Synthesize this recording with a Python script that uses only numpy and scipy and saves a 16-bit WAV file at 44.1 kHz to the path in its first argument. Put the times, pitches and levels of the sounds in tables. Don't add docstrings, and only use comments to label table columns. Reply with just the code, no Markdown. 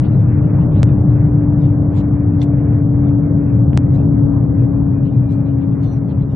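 import sys
import numpy as np
from scipy import signal
from scipy.fft import rfft, irfft, next_fast_len
from scipy.io import wavfile
from scipy.ndimage import uniform_filter1d

SR = 44100
rng = np.random.default_rng(int(sys.argv[2]) if len(sys.argv) > 2 else 0)


def wav_out(sig):
    wavfile.write(sys.argv[1], SR, np.round(np.clip(np.atleast_2d(sig).T, -1, 1) * 32767).astype(np.int16))


def makeup_ratio(level_db):
    decades = np.asarray(level_db, float) / 20
    return 10 ** decades


N = 280331

# [t/s, level/dB]
BOOM = [(0, -12.5), (.8, -10), (1.5, -12.3), (2.0, -11.8), (2.5, -13.5), (3.0, -12), (4.0, -11),
        (5.0, -13.5), (6.36, -16)]
# [f/Hz, density/dB per Hz]
CABIN_COLOUR = [(20, -26), (45, -15.5), (70, -9.5), (100, -1.5), (125, 2), (160, -3), (220, -13.5),
                (300, -17), (380, -24.5), (570, -29), (730, -34), (1480, -47), (2500, -58.5), (5000, -91)]
# [f/Hz, likeness/0-1, left minus right/dB]
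MICROPHONES = [(25, 0.97, -1.8), (45, .94, -1.3), (80, .98, 1.4), (150, 0.99, 2.5), (300, 0.8, 3),
               (586, .82, -3.7), (1090, .66, -2), (2500, 0.2, -4)]
# [t/s, level/dB, left minus right/dB, left lead/rad]
COIL_HUM = [(0.0, -26, 11, -.1), (0.7, -25, 7.5, .15), (1.1, -21, 5, .25), (1.7, -19, 5, 0.02),
            (2.6, -19.5, 6, -.25), (3.4, -20.5, 7.5, -.45), (4.3, -21, 12, -.2), (5.0, -22.5, 10.5, -.2),
            (5.7, -25, 12, .3), (6.36, -29, 11, .6)]
# [order/1, left level/dB, right level/dB]
COIL_PATTERN = [(1, -37, -35), (3, -35.5, -41.5), (6, -44, -45), (7, -56, -50), (8, -47.5, -48.5),
                (10, -62.5, -63.5)]
# [start/s, length/ms, level/dB, bright edge/dB]
STROKES = [(0.025, 55, -45, -43.5), (0.095, 130, -51, -31), (0.425, 145, -51, -35), (0.59, 70, -47, -30),
           (0.715, 105, -44, -34), (0.864, 48, -47.5, -46), (1.07, 72, -54, -34), (1.598, 44, -51.5, -6),
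           (1.625, 60, -48.5, -26), (1.921, 125, -48.5, -13.5), (1.955, 50, -46.5, -10),
           (2.412, 30, -39, -12), (2.457, 40, -55, -31), (2.57, 35, -55.5, -38), (2.924, 43, -54, -40),
           (3.05, 79, -52, -20), (3.93, 55, -51, -7), (3.97, 60, -51, -33), (4.576, 45, -53, -42),
           (5.03, 82, -49.5, -45), (5.121, 40, -54.5, -11), (5.285, 75, -51.5, -8.5), (5.441, 91, -54, -44),
           (5.6, 50, -54, -19), (5.698, 62, -55.5, -14), (5.81, 70, -51.5, -13), (5.88, 100, -57, -30),
           (6.08, 61, -51, -19), (6.185, 60, -51, -44), (6.272, 70, -54.5, -9.5)]
# [t/s, left jump/dB, right jump/dB, settling/ms, top f/Hz]
JUMPS = [
    (0.8311, -7, -4, .9, 10390),
    (3.73247, -42, -15, .5, 3500),
    (3.7752, -4.5, -3.5, 0.92, 10400),
]
# [f/Hz, t60/s, level/dB]
CASE_MODES = [(2080, .02, -6), (3500, 0.012, 2), (4270, .02, -9), (5860, .02, -11)]
# [f at rest/Hz, sag share/1, level/dB]
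STRAP_PARTIALS = [(3600, .02, -65), (4080, .09, -65), (5600, .26, -60), (8700, .005, -72)]
# [f/Hz, step/dB]
ROUNDING_STEPS = [(500, -53), (1200, -46), (2000, -36.5), (2800, -36), (4500, -36), (9000, -37)]

SPEED_M_S, BRAKING_M_S2 = 133.0, 1.42
TIME_S = np.arange(N) / SR
LEFT_RIGHT = np.array([[1], [-1]])


def curve(table):
    s, *columns = np.transpose(table)
    return [np.interp(TIME_S, s, c) for c in columns]


def walk(rate_hz):
    k = int(SR / rate_hz)
    held = np.repeat(rng.standard_normal(N // k + 1), k)
    return 1.3 * uniform_filter1d(uniform_filter1d(held, k), k)[:N]


def on_log_axis(hz, table, column):
    table = np.array(table)
    return np.interp(np.log(hz), np.log(table[:, 0]), table[:, column])


def band(x, lo_hz, hi_hz):
    y = signal.sosfilt(signal.butter(3, [lo_hz, hi_hz], "bandpass", fs=SR, output="sos"), x)
    return y / y.std()


def ring(start_s, hz, t60_s):
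    t = np.maximum(TIME_S - start_s, 0)
    return np.sin(2 * np.pi * hz * t) * 1000 ** (-t / t60_s)


def onset(start_s, rise_s):
    return 1 - np.exp(-np.maximum(TIME_S - start_s, 0) / rise_s)


def airflow():
    boom_db, = curve(BOOM)
    rush_abs_db = -10.5 - 0.4427 * BRAKING_M_S2 * TIME_S + 0.3 * (boom_db - boom_db[0])
    rush_db = rush_abs_db - boom_db
    size = next_fast_len(N)
    hz = np.maximum(np.fft.rfftfreq(size, 1 / SR), 1)

    likeness = on_log_axis(hz, MICROPHONES, 1)
    mid, side = rfft(rng.standard_normal((2, size)))
    mics = np.sqrt(1 + likeness) * mid + np.sqrt(1 - likeness) * side * LEFT_RIGHT
    balance_db = on_log_axis(hz, MICROPHONES, 2) / 2 * LEFT_RIGHT
    mics = mics * makeup_ratio(on_log_axis(hz, CABIN_COLOUR, 1) + balance_db)
    mics = mics * (hz > 12) / irfft(mics, size).std()

    swell_db = 0.27 * walk(2.0)
    seal_hiss_db = 2.1 * walk(15)
    out = np.zeros((2, N))
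    for octave in range(4, 14):
        share = np.cos(np.clip(np.log2(hz) - octave, -1, 1) * np.pi / 2) ** 2
        rush = np.clip(octave - 8, 0, 1)
        db = boom_db + rush * rush_db + swell_db + rush * 0.88 * walk(8.3)
        db = db + seal_hiss_db * (octave > 10)
        out += makeup_ratio(db) * irfft(mics * share, size)[:, :N]
    return out


def coils():
    coil_spacing_m, waver_db, fade_db = 0.45, 1.5, 2.0
    level_db, pan_db, lead_rad = curve(COIL_HUM)
    hz = (SPEED_M_S - BRAKING_M_S2 * TIME_S) / coil_spacing_m
    phase = 2 * np.pi * np.cumsum(hz) / SR
    level_db = level_db + LEFT_RIGHT / 2 * pan_db + waver_db * walk(6)
    out = makeup_ratio(level_db) * np.sin(phase + LEFT_RIGHT / 2 * lead_rad)
    for order, *db in COIL_PATTERN:
        tone = np.sin(phase * order / 4 + 2 * np.pi * rng.random())
        out += makeup_ratio(np.array(db))[:, None] * makeup_ratio(fade_db * walk(1.3)) * tone
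    return np.sqrt(2) * out


def rustles():
    trim_db, edge_db, edge_hz, spread = -4.0, 7.5, 5800, 1.5
    out = np.zeros((2, N))
    for s, length_ms, level_db, bright_db in STROKES:
        i = np.arange(int(s * SR), min(int((s + length_ms / 1000) * SR), N))
        dull, thin = rng.standard_normal((2, 2, 8192))
        body = band(dull, 1900, 4100)
        edge = makeup_ratio(bright_db + edge_db) * band(thin, edge_hz / spread, edge_hz * spread)
        stroke = (body + edge)[:, :len(i)] * np.sin(np.linspace(0, np.pi, len(i))) ** 0.6
        pan_db = -3.0 + 0.4 * (level_db + 46)
        out[:, i] += makeup_ratio(level_db + trim_db + LEFT_RIGHT * pan_db / 2) * stroke
    return out


def thud():
    start_s = 0.622
    return makeup_ratio(-41) * ring(start_s, 1900, 0.09) * onset(start_s, 0.006)


def skips():
    right_top_hz = 8900
    out = np.zeros((2, N))
    for s, left_db, right_db, settle_ms, top_hz in JUMPS:
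        i = int(s * SR) + np.arange(-800, 800)
        t = i / SR - s
        step = np.sign(t) / 2 * np.exp(-np.abs(t) * 1000 / settle_ms)
        sides = [(left_db, top_hz), (right_db, min(top_hz, right_top_hz))]
        for side, (db, hz) in enumerate(sides):
            out[side, i] += makeup_ratio(db) * np.convolve(step, signal.firwin(201, hz, fs=SR), "same")
    return out


def tick():
    start_s, level_db, pan_db = 2.4168, -27, -5.5
    modes = sum(makeup_ratio(db) * ring(start_s, hz, t60_s) for hz, t60_s, db in CASE_MODES)
    return makeup_ratio(level_db + LEFT_RIGHT * pan_db / 2) * modes * onset(start_s, 0.00027)


def panel():
    peak_s, peak_db, rise_db_s, fall_db_s = 5.5, -63, 8.0, 22.5
    late_s = TIME_S - peak_s
    db = peak_db + np.minimum(rise_db_s * late_s, -fall_db_s * late_s)
    hz = 2436 * (1 + 0.006 * walk(12))
    return makeup_ratio(db + 2.5 * walk(18)) * np.sin(2 * np.pi * np.cumsum(hz) / SR)


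def squeak():
    start_s, length_s, sag_s = 5.81, 0.175, 0.065
    t = TIME_S - start_s
    hold = np.sin(np.pi * np.clip(t / length_s, 0, 1) ** 0.6) ** 0.4
    sag_curve = np.exp(-np.maximum(t, 0) / sag_s)
    out = np.zeros(N)
    for hz, sag, db in STRAP_PARTIALS:
        pitch_hz = hz * (1 + sag * sag_curve + 0.018 * walk(60))
        out += makeup_ratio(db + 5.0 * walk(40)) * np.sin(2 * np.pi * np.cumsum(pitch_hz) / SR)
    return hold * out


def overload(x):
    return np.tanh(0.9 * x) / 0.9


def coarse_rounding(x):
    hop, grid = 944, 527
    frame_db, patch_db, round_up = 1.8, 3.5, 0.33
    n, k = np.arange(2 * hop)[:, None] + 0.5, np.arange(hop) + 0.5
    window = np.sqrt(2 / hop) * np.sin(np.pi * n / (2 * hop))
    basis = window * np.cos(np.pi / hop * (n + hop / 2) * k)
    count, front = N // hop + 3, 2 * hop - grid
    pair = np.array([[1, 1], [1, -1.005]]) / np.sqrt(2)
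    back = count * hop - front - N + hop
    halves = np.pad(pair @ x, ((0, 0), (front, back)), "reflect").reshape(2, count + 1, hop)
    lines = halves[:, :-1] @ basis[:hop] + halves[:, 1:] @ basis[hop:]

    patches = np.repeat(rng.standard_normal((2, count, hop // 16)), 16, axis=2)
    wobble_db = frame_db * rng.standard_normal((count, 1)) + patch_db * patches
    centre = np.clip(np.arange(count) * hop + hop - front, 0, N - 1)
    boom_db = curve(BOOM)[0][centre, None]
    step_db = on_log_axis(k * SR / 2 / hop, ROUNDING_STEPS, 1)
    step = makeup_ratio(step_db + wobble_db + boom_db - boom_db.mean())
    lines = np.sign(lines) * np.floor(np.abs(lines) / step + round_up) * step

    out = np.zeros_like(halves)
    out[:, :-1] += lines @ basis[:hop].T
    out[:, 1:] += lines @ basis[hop:].T
    return pair @ out.reshape(2, -1)[:, front:front + N]


def scene():
    return airflow() + coils() + rustles() + thud() + tick() + panel() + squeak()


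def roll_off(x):
    return signal.sosfilt(signal.butter(12, 10340, fs=SR, output="sos"), x)


def record(dry):
    camera = coarse_rounding(overload(dry))
    return roll_off(camera + skips())


dry = scene()
out = record(dry)
wav_out(out)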